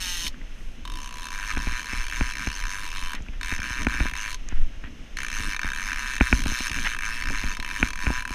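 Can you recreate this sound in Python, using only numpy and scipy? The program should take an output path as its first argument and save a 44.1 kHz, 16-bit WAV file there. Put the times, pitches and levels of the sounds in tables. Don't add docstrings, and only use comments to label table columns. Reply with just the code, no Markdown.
import sys
import numpy as np
from scipy import signal
from scipy.fft import rfft, irfft
from scipy.io import wavfile
from scipy.ndimage import uniform_filter1d

SR = 44100
rng = np.random.default_rng(int(sys.argv[2]) if len(sys.argv) > 2 else 0)


def file_out(sig):
    cols = np.atleast_2d(sig).T
    lim = np.clip(cols, -1, 1)
    pcm = np.round(lim * 32767).astype(np.int16)
    wavfile.write(sys.argv[1], SR, pcm)


def elevation(decibels):
    levels = np.asarray(decibels, float)
    return 10 ** (levels / 20)


N = 367794

# (time [s], slack speed [teeth/s], teeth until next slack [count], spin-up [s])
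TUG_CYCLES = [(0.839, 38, 15, 0.18), (1.099, 58, 14, 0.14), (1.295, 49, 25, 0.03), (1.556, 69, 30, 0.09),
              (1.836, 68, 26, 0.07), (2.074, 60, 28, 0.1), (2.344, 57, 14, 0.12), (2.493, 68, 13, 0.11),
              (2.645, 64, 23, 0.08), (2.895, 74, 22, 0.07), (3.159, 52, 0, 0), (3.4, 45, 14, 0.09),
              (3.59, 47, 28, 0.08), (3.857, 46, 27, 0.07), (4.124, 42, 21, 0.06), (4.353, 53, 0, 0),
              (5.161, 58, 7, 0.25), (5.273, 51, 27, 0.1), (5.578, 32, 9, 0.25), (5.709, 63, 21, 0.13),
              (5.951, 66, 27, 0.07), (6.191, 45, 26, 0.04), (6.428, 52, 29, 0.1), (6.705, 51, 27, 0.07),
              (6.976, 40, 26, 0.09), (7.246, 57, 30, 0.1), (7.583, 31, 27, 0.17), (7.917, 34, 29, 0.16),
              (8.237, 32, 24, 0.14), (8.49, 40, 0, 0)]


def in_time(rows):
    s, *columns = np.transpose(rows)
    return [np.interp(np.arange(N) / SR, s, c) for c in columns]


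def rms_one(x):
    return x / np.sqrt(np.mean(x ** 2) + 1e-20)


def drift(rate_hz):
    r = np.exp(-2 * np.pi * rate_hz / SR)
    noise = rng.standard_normal(N + SR)
    return rms_one(signal.lfilter([1], [1, -2 * r, r * r], noise)[SR:])


def ring(force, hz, width_hz):
    r, w = np.exp(-np.pi * width_hz / SR), 2 * np.pi * hz / SR
    rung = signal.lfilter([0, np.sin(w)], [1, -2 * r * np.cos(w), r * r], force + 1e-18)
    return np.sqrt(width_hz / 100) * rung


def body(force, modes):
    return sum((-1) ** k * elevation(db) * ring(force, hz, width) for k, (hz, width, db) in enumerate(modes))


def coloured(spectrum):
    hz = np.maximum(np.fft.rfftfreq(N, 1 / SR), 1)
    knot_hz, knot_db = np.array(spectrum).T
    shape_db = np.interp(np.log(hz), np.log(knot_hz), knot_db, -80, -80)
    return rms_one(irfft(rfft(rng.standard_normal(N)) * elevation(shape_db), N))


def struck(times, sizes, contact_s):
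    force = np.zeros(N)
    np.add.at(force, np.minimum((np.asarray(times) * SR).astype(int), N - 1), sizes)
    pulse = np.sin(np.linspace(0, np.pi, int(contact_s * SR) + 3))
    return signal.lfilter(pulse / pulse.sum(), [1], force)


def surf():
    # (frequency [Hz], density [dB/Hz])
    breaker_spectrum = [(250, -3), (500, 0.5), (900, -5), (1500, -2.5), (2900, 0.5), (3500, -6),
                        (4700, -15), (5300, -7.5), (5750, -11.5), (6250, -6.5), (7200, -19.5),
                        (9000, -22.5), (15500, -31)]
    # (frequency [Hz], density [dB/Hz])
    wash_spectrum = [(6000, -30), (7500, 2), (10000, -1), (13000, -5), (15000, -20)]
    surf_db, wash_db, wash_at_s, wash_length_s = -52, -68, 0.64, 0.14
    wash_gain = elevation(wash_db) * np.exp(-((np.arange(N) / SR - wash_at_s) / wash_length_s) ** 2)
    breakers = elevation(surf_db + 0.4 * drift(1.0)) * coloured(breaker_spectrum)
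    return breakers + wash_gain * coloured(wash_spectrum)


def wind():
    # (time [s], thump level [dB], flutter level [dB])
    gusts = [(0.28, -59, -48), (0.66, -37, -65), (0.88, -34, -51), (1.58, -21, -38), (1.69, -24, -49),
             (1.98, -28, -54), (2.2, -25, -37), (2.4, -37, -47), (2.63, -27, -61), (2.86, -42, -57),
             (3.02, -32, -45), (3.35, -30, -44), (3.5, -31, -48), (3.82, -31.5, -32), (4.0, -25, -27.5),
             (4.3, -35, -71), (4.598, -12.5, -41), (4.75, -31, -62), (5.42, -26, -40), (5.67, -45, -50),
             (6.07, -37.5, -63.5), (6.37, -23, -33), (6.47, -22, -31), (6.8, -35, -32.5), (7.11, -30, -63),
             (7.301, -22, -28), (7.45, -29, -38), (7.85, -23, -31), (8.09, -41, -30), (8.23, -44, -62)]
    # (frequency [Hz], density [dB/Hz])
    thump_spectrum = [(9, 13), (14, 1.5), (25, -0.5), (40, -10), (62, -22), (90, -26.5), (150, -35)]
    # (frequency [Hz], density [dB/Hz])
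    flutter_spectrum = [(26, -29), (45, 9), (113, -4), (242, 3), (299, 0), (397, -16), (443, -14),
                        (500, -22.5), (650, -15), (1100, -120)]
    gust_s, calm_thump_db, calm_flutter_db = 0.052, -30.5, -50
    s, thump_db, flutter_db = np.transpose(gusts)
    coarse = np.arange(0, N, 200)
    swell = np.exp(-((coarse[:, None] / SR - s) / gust_s) ** 2)
    thump_gain = np.interp(np.arange(N), coarse, elevation(calm_thump_db) + swell @ elevation(thump_db))
    flutter_gain = np.interp(np.arange(N), coarse, elevation(calm_flutter_db) + swell @ elevation(flutter_db - 8.5))
    thump = coloured(thump_spectrum)
    flutter = coloured(flutter_spectrum) * elevation(3.3 * drift(17.7))
    return thump_gain * thump + flutter_gain * rms_one(flutter)


def rubs(grains_per_s=4000):
    # (start [s], peak level [dB], hold [s], fade [dB/s])
    strokes = [(0.303, -60, .005, 700), (0.342, -52, .005, 310), (0.414, -52, .003, 2500),
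               (0.547, -63, .07, 200), (3.147, -38, 0.0057, 300), (3.336, -49, 0.011, 400),
               (4.485, -45, 0.009, 800), (4.516, -45, 0.018, 900), (4.563, -44.5, 0.0093, 700),
               (4.609, -49, 0.015, 2000), (4.72, -56, .07, 500), (4.839, -46, .03, 600),
               (6.853, -24, 0.021, 3000)]
    # (frequency [Hz], width [Hz], level [dB])
    rub_modes = [(1870, 350, 1), (2600, 220, 4), (2660, 830, 5.5)]
    rise_db_per_s, longest_s = 1500, 0.047
    sizes = elevation(1.6 * np.minimum(rng.exponential(1, N), 3))
    grains = (rng.random(N) < grains_per_s / SR) * sizes * rng.choice([-1, 1], N)
    t, level = np.arange(N) / SR, 0
    for s, db, hold_s, fade_db_per_s in strokes:
        loss_db = rise_db_per_s * np.maximum(s - t, 0) + fade_db_per_s * np.maximum(t - s - hold_s, 0)
        level = level + elevation(db - np.minimum(loss_db, 100)) * (t < s + longest_s)
    band = signal.butter(2, [900, 3300], "band", fs=SR, output="sos")
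    rasp = signal.sosfilt(band, body(grains, rub_modes))
    return level * rms_one(rasp) * elevation(2 * drift(59))


def ticks():
    # (time [s], peak level [dB], pitch [Hz])
    tiny_contacts = [
        (0.2665, -17, 2300),
        (0.2684, -12.5, 3150),
        (0.2668, -22, 3900),
        (0.3433, -31, 1650),
        (0.415, -31, 2030),
        (0.607, -34, 1930),
        (3.1813, -26, 1910),
        (3.264, -33, 1560),
        (3.2853, -23.5, 2500),
        (4.841, -26, 1760),
                     (3.223, -31, 6520),
        (4.4879, -18, 6500),
    ]
    out = np.zeros(N)
    for s, db, hz in tiny_contacts:
        out += ring(ring(struck([s], elevation(db - 35), 0), hz, hz / 4), hz, hz / 4)
    return out


def knocks():
    # (time [s], peak level [dB], low push re peak [dB], crack re peak [dB])
    blows = [(1.571, -19.5, -11, -0.5), (1.67, -22, -6, -0.5), (1.931, -26, -8, 2),
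             (2.209, -16, -5.5, -0.5), (2.471, -20.5, -6, 1.5), (3.143, -30, -21, -6), (3.203, -33, -1, -8),
             (3.522, -24, -6.5, 4.5), (3.59, -31, -1.5, 6), (3.868, -11.5, -12, -0.5), (3.943, -29, -12, 6),
             (4.003, -18, -3, 2.5), (4.054, -21, -18, -14), (4.523, -28.5, -2, -10),
             (4.838, -33.5, -6, 0.5), (5.644, -25.5, -7.5, -14), (6.209, -6.5, -10, 0),
             (6.327, -9.5, -7, 4.5), (6.413, -35, -2, -22), (6.459, -18, -7.5, -5), (6.518, -26, -6, -2),
             (6.605, -24, -16, 4), (6.787, -36, -5, 14), (7.303, -23, -33, -15), (7.438, -23.5, -6.5, 0),
             (7.591, -29.5, -5.5, -17), (7.828, -11.5, -13.5, 5.5), (8.067, -17, -3.5, 3.5),
             (8.102, -15, -17, -21), (8.306, -26.5, -10, -2)]
    # (time [s], peak level [dB])
    nudges = [
        (1.306, -50),
        (3.286, -36),
        (3.703, -34),
        (4.119, -36.5),
        (5.4, -31),
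        (6.708, -32),
        (8.179, -43),
    ]
    # (frequency [Hz], width [Hz], level [dB])
    thud_modes = [(243.5, 74, 4.5), (402, 410, 4.5), (670, 870, 6), (905, 174, 1)]
    # (frequency [Hz], width [Hz], level [dB])
    push_modes = [(54.4, 18.5, 3), (161, 42, -4), (83, 64, 0)]
    # (frequency [Hz], width [Hz], level [dB])
    crack_modes = [(1456, 62, -5), (2243, 230, -2.5), (2780, 390, -7)]
    nudge_push_db, nudge_crack_db = 1, -15
    touches = [(s, db, nudge_push_db, nudge_crack_db) for s, db in nudges]
    s, peak_db, push_db, crack_db = np.transpose(blows + touches)
    thud = body(struck(s, elevation(peak_db - 1), 0.00064), thud_modes)
    swing_s, edge_s, bounce_s = .006, .0002, 0.001408
    push = body(struck(s + .002, -elevation(peak_db + push_db + 11), swing_s), push_modes)
    edge = elevation(peak_db + crack_db + 3.5)
    edge_force = struck(s, -edge, edge_s) + struck(s + bounce_s, .5 * edge, edge_s)
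    crack = body(edge_force, crack_modes)
    return thud + push + signal.sosfilt(signal.butter(2, 3500, fs=SR, output="sos"), crack)


def spool():
    # (time [s], speed [teeth/s])
    free_run = [
        (0.0025, 187.0),
        (0.07, 180.3),
        (0.2, 170.7),
        (0.266, 166.0),
        (0.274, 130),
        (0.284, 80),
    ]
    slow_down_s, mid_sag = .07, .15
    t = np.arange(N + SR) / SR
    speed = np.interp(t, *np.transpose(free_run), 0, 0)
    for (start, slack, teeth, spin_up_s), (end, slack_next, *_) in zip(TUG_CYCLES, TUG_CYCLES[1:]):
        span = slice(int(start * SR), int(end * SR))
        share = (t[span] - start) / (end - start)
        up = np.clip((t[span] - start) / (spin_up_s + 1e-9), 0, 1)
        down = np.clip((end - t[span]) / slow_down_s, 0, 1)
        pull = (np.sin(up * np.pi / 2) * np.sin(down * np.pi / 2)) ** 2
        pull = pull * (1 - mid_sag * np.sin(share * np.pi) ** 4)
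        base = slack + (slack_next - slack) * share
        speed[span] = (base + pull * (teeth * SR - base.sum()) / pull.sum()) * (teeth > 0)
    return speed[:N]


def tooth_times(speed):
    passed = np.cumsum(speed) / SR
    tugged = np.arange(N) > TUG_CYCLES[0][0] * SR
    to_midway = (.5 - passed[~tugged][-1]) % 1
    passed = np.where(tugged, passed + to_midway, passed + 1 - 1e-4)
    return np.flatnonzero(np.diff(np.floor(passed), prepend=0) > 0) / SR


def chatter(hits, hz, length_s, fresh, tail):
    t = np.arange(int(.045 * SR)) / SR
    shape = (1 - np.exp(-t / 0.00022)) * np.exp(-t / length_s)
    burst = (2 * shape * np.cos(2 * np.pi * hz * t) / shape.sum())[t < .012]
    same = signal.oaconvolve(hits * np.sqrt(1 - fresh), burst)[:N]
    envelope = shape + tail * shape.max() * np.exp(-t / .011)
    envelope = envelope / np.sqrt(np.sum(shape ** 2))
    loose = signal.oaconvolve(hits * np.sqrt(fresh), envelope)[:N]
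    return same + loose * rng.standard_normal(N)


def clicker(uneven_db=-1.1):
    # (time [s], air path level [dB], rod path level [dB], side plate level [dB])
    path_levels = [(0.0, -32, -40.5, -52), (0.25, -32.5, -45, -48), (0.28, -32, -41, -51),
                   (0.9, -44, -47, -37), (1.2, -43, -40.5, -36), (1.45, -42, -35, -38),
                   (2.42, -41.5, -33.5, -40.5), (3.15, -42, -37.5, -36), (3.45, -39.5, -34.5, -38),
                   (3.6, -42.5, -32, -40.5), (4.28, -42, -33, -38), (4.35, -38.5, -45, -39),
                   (5.2, -39.5, -32, -45), (5.44, -39, -31.5, -42), (5.64, -43, -32, -39.5),
                   (6.64, -35.5, -32, -41), (6.92, -41, -32.5, -41), (8.34, -42, -33, -35)]
    # (frequency [Hz], width [Hz], level [dB])
    air_modes = [(2822, 170, 3.5), (3050, 100, 2), (3285, 88, -2.5), (3690, 108, 2.5), (4094, 170, 2.5),
                 (4430, 120, -2), (5345, 250, 5), (6227, 290, 7.5), (6580, 360, -2)]
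    # (frequency [Hz], width [Hz], level [dB])
    rod_modes = [(1234, 92, -2.5), (1607, 176, 9), (1803, 66, 3), (2162, 480, 5.5), (2363, 81, 2.5),
                 (2621, 48, 1.5)]
    # (frequency [Hz], width [Hz], level [dB])
    top_modes = [(7260, 280, 4.5), (8260, 340, 6.5), (9330, 760, 9.5), (9890, 260, 4.5), (10900, 1700, 6.5),
                 (12000, 220, -6), (13100, 180, -5.5), (15060, 350, 8.5)]
    # (frequency [Hz], width [Hz], level [dB])
    plate_modes = [(1009.5, 35, 6.5), (951, 47, -2), (1115, 91, 3), (985.7, 35, 1)]
    # (frequency [Hz], width [Hz], level [dB])
    sheen_modes = [(13200, 1000, -6.5), (1950, 120, -4), (2520, 230, -3), (900, 44, -12)]
    top_re_air_db, sheen_db, sheen_growth, grip_swell_db = -12, -60, 3.5, 1.5

    speed = spool()
    drops = tooth_times(speed)
    luck = rng.standard_normal((len(drops), 2))
    air_db, rod_db, plate_db = in_time(path_levels)
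    rod_db = rod_db + grip_swell_db * drift(11.3)
    speed = np.maximum(speed, 30)
    per_click = (speed / 100) ** -.15
    late_teeth = (.004 + .014 * (drops > TUG_CYCLES[0][0])) * luck[:, 0]
    late_s = late_teeth / speed[(drops * SR).astype(int)]
    hits = struck(drops + late_s, elevation(uneven_db * luck[:, 1]), 0) * per_click
    last = np.searchsorted(drops, np.arange(N) / SR + .001) - 1
    # (modes, path dB, rattle s, fresh share, tail, tooth spread dB, wander dB)
    paths = [(air_modes, air_db, .0016, .3, .36, 1.2, 2.5),
             (rod_modes, rod_db, .0008, .18, .15, 1.0, 1.8),
             (top_modes, air_db + top_re_air_db, .0016, .75, .2, 1.5, .8),
             (plate_modes, plate_db, .0004, .08, .05, .7, 1.0),
             (sheen_modes, sheen_db + sheen_growth * (air_db + 41), .0013, .4, .16, 1.5, .8)]
    loose = np.clip((185 - speed) / 85, .25, 1)
    out, at = np.zeros(N), np.flatnonzero(hits)
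    for modes, path_db, length_s, fresh, tail, spread_db, wander_db in paths:
        for k, (hz, width, db) in enumerate(modes):
            chance = rng.standard_normal((2, len(drops)))
            wander = rms_one(uniform_filter1d(chance[1], size=8))
            strength = elevation(spread_db * chance[0] + wander_db * wander)[last[at]]
            force = np.zeros(N)
            force[at] = hits[at] * strength ** loose[at] * elevation(db + path_db[at] - 3.5)
            rattle = chatter(force, hz, length_s, fresh * loose, tail)
            out += (-1) ** k * ring(rattle, hz, width)
    return signal.sosfilt(signal.butter(8, 840, "high", fs=SR, output="sos"), out)


def scene():
    return (surf() + wind() + rubs() + ticks() + knocks() + clicker())[None]


def low_pass(x):
    return signal.sosfilt(signal.butter(12, 15840, fs=SR, output="sos"), x)


def record(dry):
    full_scale, cutoff_hz = 2.7, 15900
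    x = full_scale * np.tanh(dry / full_scale)
    x = signal.sosfilt(signal.cheby2(12, 70, cutoff_hz, fs=SR, output="sos"), x)
    x = signal.sosfilt(signal.butter(2, 13, "high", fs=SR, output="sos"), x)
    return low_pass(x)


dry = scene()
out = record(dry)
file_out(out)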